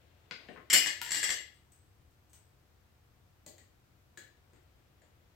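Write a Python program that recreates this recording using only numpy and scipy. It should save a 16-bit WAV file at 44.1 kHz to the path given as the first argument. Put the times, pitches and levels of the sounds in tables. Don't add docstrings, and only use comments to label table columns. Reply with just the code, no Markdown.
import sys
import numpy as np
from scipy import signal
from scipy.fft import rfft, irfft, next_fast_len
from scipy.io import wavfile
from scipy.ndimage import map_coordinates

SR = 44100
rng = np.random.default_rng(int(sys.argv[2]) if len(sys.argv) > 2 else 0)


def store_wav(level_fs):
    pcm = np.round(np.clip(np.atleast_2d(level_fs), -1, 1) * 32767)
    wavfile.write(sys.argv[1], SR, pcm.T.astype(np.int16))


N = 236183
T = np.arange(SR * 3 // 5) / SR
TOP_HZ = 16000


def amp(db):
    return 10 ** (np.asarray(db) / 20)


def unit(x):
    return x / np.sqrt(np.mean(x ** 2) + 1e-20)


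def struck(x):
    return x / np.sqrt(np.mean(x[..., :SR // 100] ** 2))


def along(points, hz):
    f, v = np.transpose(points)
    return np.interp(np.log(hz + 1), np.log(f + 1), v)


def fade(t, t60):
    return np.exp(-np.log(1000) * t / t60)


def filtered(x, response):
    n = x.shape[-1]
    padded = next_fast_len(n + 8192)
    spectrum = rfft(x, padded) * response(np.fft.rfftfreq(padded, 1 / SR))
    return irfft(spectrum, padded)[..., :n]


def coloured(x, colour, tilt_db=0):
    n = 2 * len(T)
    hz = np.fft.rfftfreq(n, 1 / SR)
    octaves = np.log2(np.clip(hz, 1500, 9000) / 4000)
    db = along(colour, hz) + tilt_db * octaves
    cepstrum = irfft(np.log(amp(db)), n)
    cepstrum[1:n // 2] *= 2
    cepstrum[n // 2 + 1:] = 0
    return irfft(rfft(x, n) * np.exp(rfft(cepstrum)), n)[:len(T)]


def noise_pair(alike, size):
    def mid_and_side(hz):
        turn = np.arccos(np.clip(along(alike, hz), -1, 1)) / 2
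        return np.array([np.cos(turn), np.sin(turn)])
    mid, side = filtered(rng.standard_normal((2, size)), mid_and_side)
    return np.array([mid + side, mid - side])


def add(track, s, sound):
    part = track[:, round(s * SR):][:, :len(T)]
    part += sound[..., :part.shape[1]]


def crack(t60, rise=0.0025):
    z = rfft(rng.standard_normal(len(T)) * fade(T, t60) * (1 - fade(T, rise)) ** 2)
    flat = irfft(z / np.abs(z), len(T))
    return flat * (T < 2 * t60) * (1 - fade(T, rise))


def ring(modes, t60, scatter_db=2.5):
    hz, db = np.transpose(modes)[:, :, None]
    chance = rng.standard_normal((len(hz), 2, 1))
    waves = np.sin(2 * np.pi * hz * T + np.pi * chance[:, 0])
    strengths = amp(db + scatter_db * chance[:, 1])
    return struck(np.sum(strengths * waves * fade(T, t60 * (3000 / hz) ** 0.068), axis=0))


# (time [s], level [dB])
CLANGS = [(.7001, -34.5), (.7038, -34.5), (.716, -39), (.7282, -28), (.7308, -23.5), (.7348, -22),
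          (.744, -27), (.7596, -29), (.784, -38.5)]
# (frequency [Hz], level [dB])
CLANG_MODES = [(2051, -8), (2132, -2.5), (2482, -5), (2513, -3.5), (2830, -4.5), (2897, -4.5), (2922, -1.5),
               (3012, -6), (3225, -9), (4393, -6.5), (4817, -7.5), (5181, -8.5), (5272, -8), (5299, -5.5),
               (5631, -1.5), (6140, -10), (6994, -7.5), (7035, -5), (7074, -4.5), (7319, -2), (7368, -5),
               (7725, -8), (9484, -12)]
# (frequency [Hz], density [dB per Hz])
CLANG_COLOUR = [(100, -28.5), (300, -17), (720, -17.5), (870, -22), (1150, -15), (1800, -1), (2300, 0.5),
                (2680, -13), (3050, -2), (3750, -10), (5100, -4), (6500, -13.5), (7400, 2.5), (9000, -9),
                (16000, -26)]
# (frequency [Hz], level [dB])
SHIMMER_MODES = [(8440, 2), (11250, -4.5), (11800, -6), (12520, -3), (13050, -1.5), (13200, 2.5),
                 (13400, 0), (14560, -5.5), (14850, -3.5), (15200, -5)]
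# (frequency [Hz], level [dB])
STAND_MODES = [(161, -1.5), (200, -5), (295, -2), (345, -1.5), (590, -6), (722, -2.5)]
MIDDLE_BLOW_DB, BRIGHTEN_DB_PER_OCTAVE, CHOKE_DB, SPARKLE_DB = -30.5, 0.28, 0.32, 0.53


def clangs():
    out = np.zeros((2, N))
    for s, db in CLANGS:
        harder_db = db - MIDDLE_BLOW_DB
        ring_db = -CHOKE_DB * harder_db
        contact = amp(-0.5) * struck(coloured(crack(.03), CLANG_COLOUR, BRIGHTEN_DB_PER_OCTAVE * harder_db))
        choked = amp(ring_db - 5.5) * ring(CLANG_MODES, t60=0.046)
        free = amp(ring_db - 4.5) * ring(CLANG_MODES, t60=0.19)
        shimmer = amp(SPARKLE_DB * harder_db - 17.5) * ring(SHIMMER_MODES, t60=0.038)
        stand = amp(-24.5) * ring(STAND_MODES, t60=0.16)
        add(out, s, amp(db) * garage(contact + choked + free + shimmer + stand, wet_db=2.0))
    return out


# (time [s], first edge level [dB], second edge level [dB], first edge treble tilt [dB per octave])
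ROCKS = [(0.8602, -34, -34.5, -1), (1.107, -38, -32, 0), (1.1448, -33.5, -38.5, 0),
         (1.229, -33.5, -30, 0.5), (1.2914, -35.5, -32, -1.5)]
EDGE_GAP_S, EDGE_TILT_DB = .0108, 2
# (start [s], length [s], level [dB], treble tilt [dB per octave])
SKIDS = [(1.033, .066, -47.5, -0.5), (1.166, .04, -39, 2), (1.319, .022, -47, -0.2)]
SKID_HZ, SKID_JITTER_S = 70, .0015


def rocking_contacts():
    contacts = []
    for s, first_db, second_db, tilt_db in ROCKS:
        contacts.append((s, first_db, tilt_db))
        contacts.append((s + EDGE_GAP_S, second_db, tilt_db + EDGE_TILT_DB))
    for start, length, db, tilt_db in SKIDS:
        for s in np.arange(start, start + length, 1 / SKID_HZ):
            contacts.append((s + rng.normal(0, SKID_JITTER_S), db, tilt_db))
    return contacts


# (frequency [Hz], level [dB])
RATTLE_MODES = [(1688, -3.5), (1750, -4.5), (1963, 0), (2071, -2.5), (2833, -3), (2929, -4), (3290, -6),
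                (3365, -4.5), (4317, -4.5), (4578, -6), (4858, -2.5), (5303, -12), (5624, -1), (6179, -3),
                (7076, -3), (7163, -7), (7469, 4.5), (7778, -6), (8927, -11.5)]
# (frequency [Hz], density [dB per Hz])
RATTLE_COLOUR = [(100, -21.5), (300, -19), (900, -16.5), (1450, -16), (1720, 0.5), (1950, 1.5), (2350, -10),
                 (3200, -11.5), (4800, -9.5), (6700, -16), (7600, 2), (8600, -16.5), (10500, -17.5),
                 (16000, -51)]


def rattle():
    out = np.zeros((2, N))
    for s, db, tilt_db in rocking_contacts():
        contact = amp(-1.5) * struck(coloured(crack(0.0198, rise=0.00213), RATTLE_COLOUR, tilt_db))
        steel = amp(-5.5) * ring(RATTLE_MODES, t60=0.051) + amp(-9.0) * ring(RATTLE_MODES, t60=0.11)
        shimmer = amp(tilt_db - 21) * ring(SHIMMER_MODES, t60=0.052)
        stand = amp(-31) * ring(STAND_MODES, t60=0.12)
        add(out, s, amp(db) * garage(contact + steel + shimmer + stand, wet_db=3))
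    return out


# (frequency [Hz], density [dB per Hz])
THUMP_COLOUR = [(60, -25), (160, -2.5), (260, -1), (380, -1.5), (600, -3), (900, -13), (2000, -35.5),
                (8000, -62)]


def thump():
    push = amp(-0.5) * struck(coloured(crack(.035), THUMP_COLOUR))
    return push + amp(-2) * ring(STAND_MODES, t60=0.091) * (1 - fade(T, 0.049))


# (time [s], level [dB], treble cut-off of the contact [Hz], ring [Hz], ring level [dB], thump level [dB])
KNOCKS = [(.3105, -43, 4900, 4797, -8.5, -12), (.4866, -56, 3900, 1850, -5.5, 4),
          (.501, -64.5, 3000, 8270, -13.5, 9.5), (.561, -58.5, 2100, 1061, -1, -2),
          (.575, -58, 1900, 1260, -2.5, -1.5), (1.0155, -38.5, 15000, 958, -9, -28)]
# (frequency [Hz], level [dB])
KNOCK_MODES = [(1448, 3.5), (1790, -2), (1997, -2.5), (2159, -0.5), (2783, -5), (3130, -3), (3570, -9.5),
               (3854, -5), (7434, -4), (11760, -1)]
# (frequency [Hz], density [dB per Hz])
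KNOCK_COLOUR = [(100, -26.5), (800, -11), (1150, -4.5), (1800, 1.5), (3200, -2.5), (4800, -5.5),
                (6500, -8.5), (8200, -4), (10000, -15.5), (12000, -4), (16000, -14.5)]
SOFT_DB_PER_OCTAVE = 22.5


def knocks():
    out = np.zeros((2, N))
    hz = np.geomspace(50, TOP_HZ, 40)
    for s, db, cutoff_hz, ring_hz, ring_db, thump_db in KNOCKS:
        softness = np.transpose([hz, -SOFT_DB_PER_OCTAVE * np.log2(np.maximum(hz / cutoff_hz, 1))])
        contact = struck(coloured(crack(0.0081, rise=0.00038), KNOCK_COLOUR))
        hard = contact + amp(-6.5) * ring(KNOCK_MODES, t60=0.034)
        tap = struck(coloured(hard, softness)) + amp(ring_db) * ring([(ring_hz, 0)], t60=0.058)
        add(out, s, amp(db) * garage(tap + amp(thump_db) * thump(), wet_db=2.5))
    return out


# (time [s], level [dB], treble tilt [dB per octave], ring [Hz], ring level [dB], thump level [dB])
CLINKS = [(3.463, -53, 3.5, 1970, -14, -5.5), (3.581, -63, 0, 1930, -11, -8),
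          (4.174, -54, -1.2, 1710, -2.5, -9), (4.533, -74.5, -6, 590, -1, 6.5),
          (4.561, -75, -11, 610, -1, 1), (5.019, -72, -9.5, 7040, -6, 1)]
# (frequency [Hz], level [dB])
FITTING_MODES = [(3698, -4), (3989, -1.5), (4172, 0), (4520, 4), (4899, -3), (6573, -8), (7060, -1),
                 (7537, 9), (7752, -31), (8349, 12)]
# (frequency [Hz], density [dB per Hz])
CLINK_COLOUR = [(100, -23), (1000, -21), (1800, -1.5), (2500, -6.5), (3200, -5.5), (4500, -4),
                (5600, -11.5), (6800, 3), (8000, 2), (9400, -17), (14000, -13), (16000, -13)]


def clinks():
    out = np.zeros((2, N))
    for s, db, tilt_db, ring_hz, ring_db, thump_db in CLINKS:
        click = struck(coloured(crack(0.015, rise=0.00087), CLINK_COLOUR, tilt_db))
        cluster = amp(-6) * ring(FITTING_MODES, t60=0.027)
        spot = amp(ring_db) * ring([(ring_hz, 0)], t60=0.031)
        tap = click + cluster + spot + amp(thump_db) * thump()
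        add(out, s, amp(db) * garage(tap, wet_db=5.5))
    return out


# (time [s], level [dB], ring level [dB])
TICKS = [(1.540, -76, 0), (1.7193, -68.5, -0.5), (2.108, -85.5, -4), (2.296, -75, -3), (2.331, -61, -9)]
# (frequency [Hz], density [dB per Hz])
TICK_COLOUR = [(200, -13), (2000, -10.5), (5200, -14.5), (6400, -4), (7400, -8), (8200, 1.5), (9000, -12),
               (10000, -14), (12000, -16), (16000, -9.5)]


def ticks():
    out = np.zeros((2, N))
    for s, db, ring_db in TICKS:
        click = garage(struck(coloured(crack(0.017), TICK_COLOUR)), wet_db=7.0)
        note = ring([(8060, 0), (8130, -4)], t60=0.58)
        add(out, s, amp(db) * (click + amp(ring_db) * note))
    return out


# (start [s], length [s], level [dB])
RUSTLES = [(0, 1.1, -71.5), (0.391, .25, -67.5), (4.2, 1.27, -79.5)]
# (frequency [Hz], density [dB per Hz])
RUSTLE_COLOUR = [(60, -25), (150, -12.5), (300, -0.5), (560, 4), (850, -6), (2000, -4.5), (3500, -6.5),
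                 (6000, -20), (16000, -37)]
RUSTLE_ATTACK_S, RUSTLE_RELEASE_S = 0.0064, 0.12


def rustles():
    t = np.arange(N) / SR
    brush = unit(filtered(noise_pair(WALLS_ALIKE, N), lambda hz: amp(along(RUSTLE_COLOUR, hz))))
    level = np.zeros(N)
    for start, length, db in RUSTLES:
        attack = (t - start) / RUSTLE_ATTACK_S
        release = (start + length - t) / RUSTLE_RELEASE_S
        level += amp(db) * np.clip(np.minimum(attack, release), 0, 1)
    return brush * level


# (frequency [Hz], t60 [s])
GARAGE = [(150, 0.11), (400, .55), (1000, 0.32), (2000, 0.43), (4000, .45), (7500, 0.3), (14000, 0.35)]
# (frequency [Hz], left-right likeness [-1 to 1])
WALLS_ALIKE = [(150, 0.28), (500, 0.43), (1500, 0.13), (5000, 0.039)]


def garage(x, wet_db, near_db=-3, near_t60=0.062):
    _, t, z = signal.stft(noise_pair(WALLS_ALIKE, len(T)), SR, nperseg=256)
    decaying = z * fade(t, along(GARAGE, t60_hz := np.fft.rfftfreq(256, 1 / SR))[:, None])
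    tail = signal.istft(decaying, SR, nperseg=256)[1][:, :len(T)]
    tail = tail * (1 - fade(T, 0.042))
    near = rng.standard_normal((2, len(T))) ** 5 * fade(T, near_t60) * (T > .002)
    answer = (amp(wet_db) * unit(tail) + amp(near_db) * unit(near)) / np.sqrt(len(T))
    return x + signal.fftconvolve(x[None], answer, axes=1)[:, :len(T)]


# (frequency [Hz], density [dB per Hz])
AIR = [(20, -17), (35, -13.5), (50, -6), (68, 0.5), (95, -2), (130, -3), (160, -10.5), (250, -13),
       (350, -14), (450, -17.5), (1200, -20), (5400, -30), (9000, -33.5), (14500, -32), (16000, -33)]
# (frequency [Hz], left-right likeness [-1 to 1])
AIR_ALIKE = [(60, .85), (130, .8), (250, .5), (550, .16), (1650, 0), (14000, 0)]
# (frequency [Hz], level [dB])
HUM = [(61, -76), (71.5, -74.5), (86.1, -72), (97, -76.5), (120, -80.5), (312, -88), (360.7, -86),
       (479.1, -85.5), (597.5, -91), (721.4, -86)]
AIR_DB = -66.5


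def background():
    t = np.arange(N) / SR
    air = unit(filtered(noise_pair(AIR_ALIKE, N), lambda hz: amp(along(AIR, hz))))
    hum = np.zeros(N)
    for hz, db in HUM:
        drift = map_coordinates(rng.standard_normal(32), [t * 4])
        hum += amp(db) * np.sin(2 * np.pi * hz * t + 0.6 * drift)
    return (amp(AIR_DB) * air + hum) * amp([[1.3], [-1.3]])


# (frequency [Hz], left minus right [dB])
LEAN = [(60, 1), (92, 4.0), (140, 4), (210, 9), (330, 6.5), (500, 8), (770, 10), (1170, 10), (1790, 9.5),
        (2740, 11.5), (4190, 6.5), (6410, 3), (9810, 8), (15000, -4.5)]


def scene():
    def lean(hz):
        ratio = amp(along(LEAN, hz))
        return np.array([2 * ratio, 2 + 0 * hz]) / (1 + ratio)
    work = clangs() + rattle() + knocks() + clinks() + ticks() + rustles()
    return background() + filtered(work, lean)


def record(dry):
    notch = filtered(dry, lambda hz: amp(-7 * np.exp(-((hz - 10000) / 700) ** 2)))
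    rounded = notch / (1 + np.abs(notch / .65) ** 4) ** (1 / 4)
    return filtered(rounded, lambda hz: 1 / (1 + (hz / TOP_HZ) ** 160))


dry = scene()
out = record(dry)
store_wav(out)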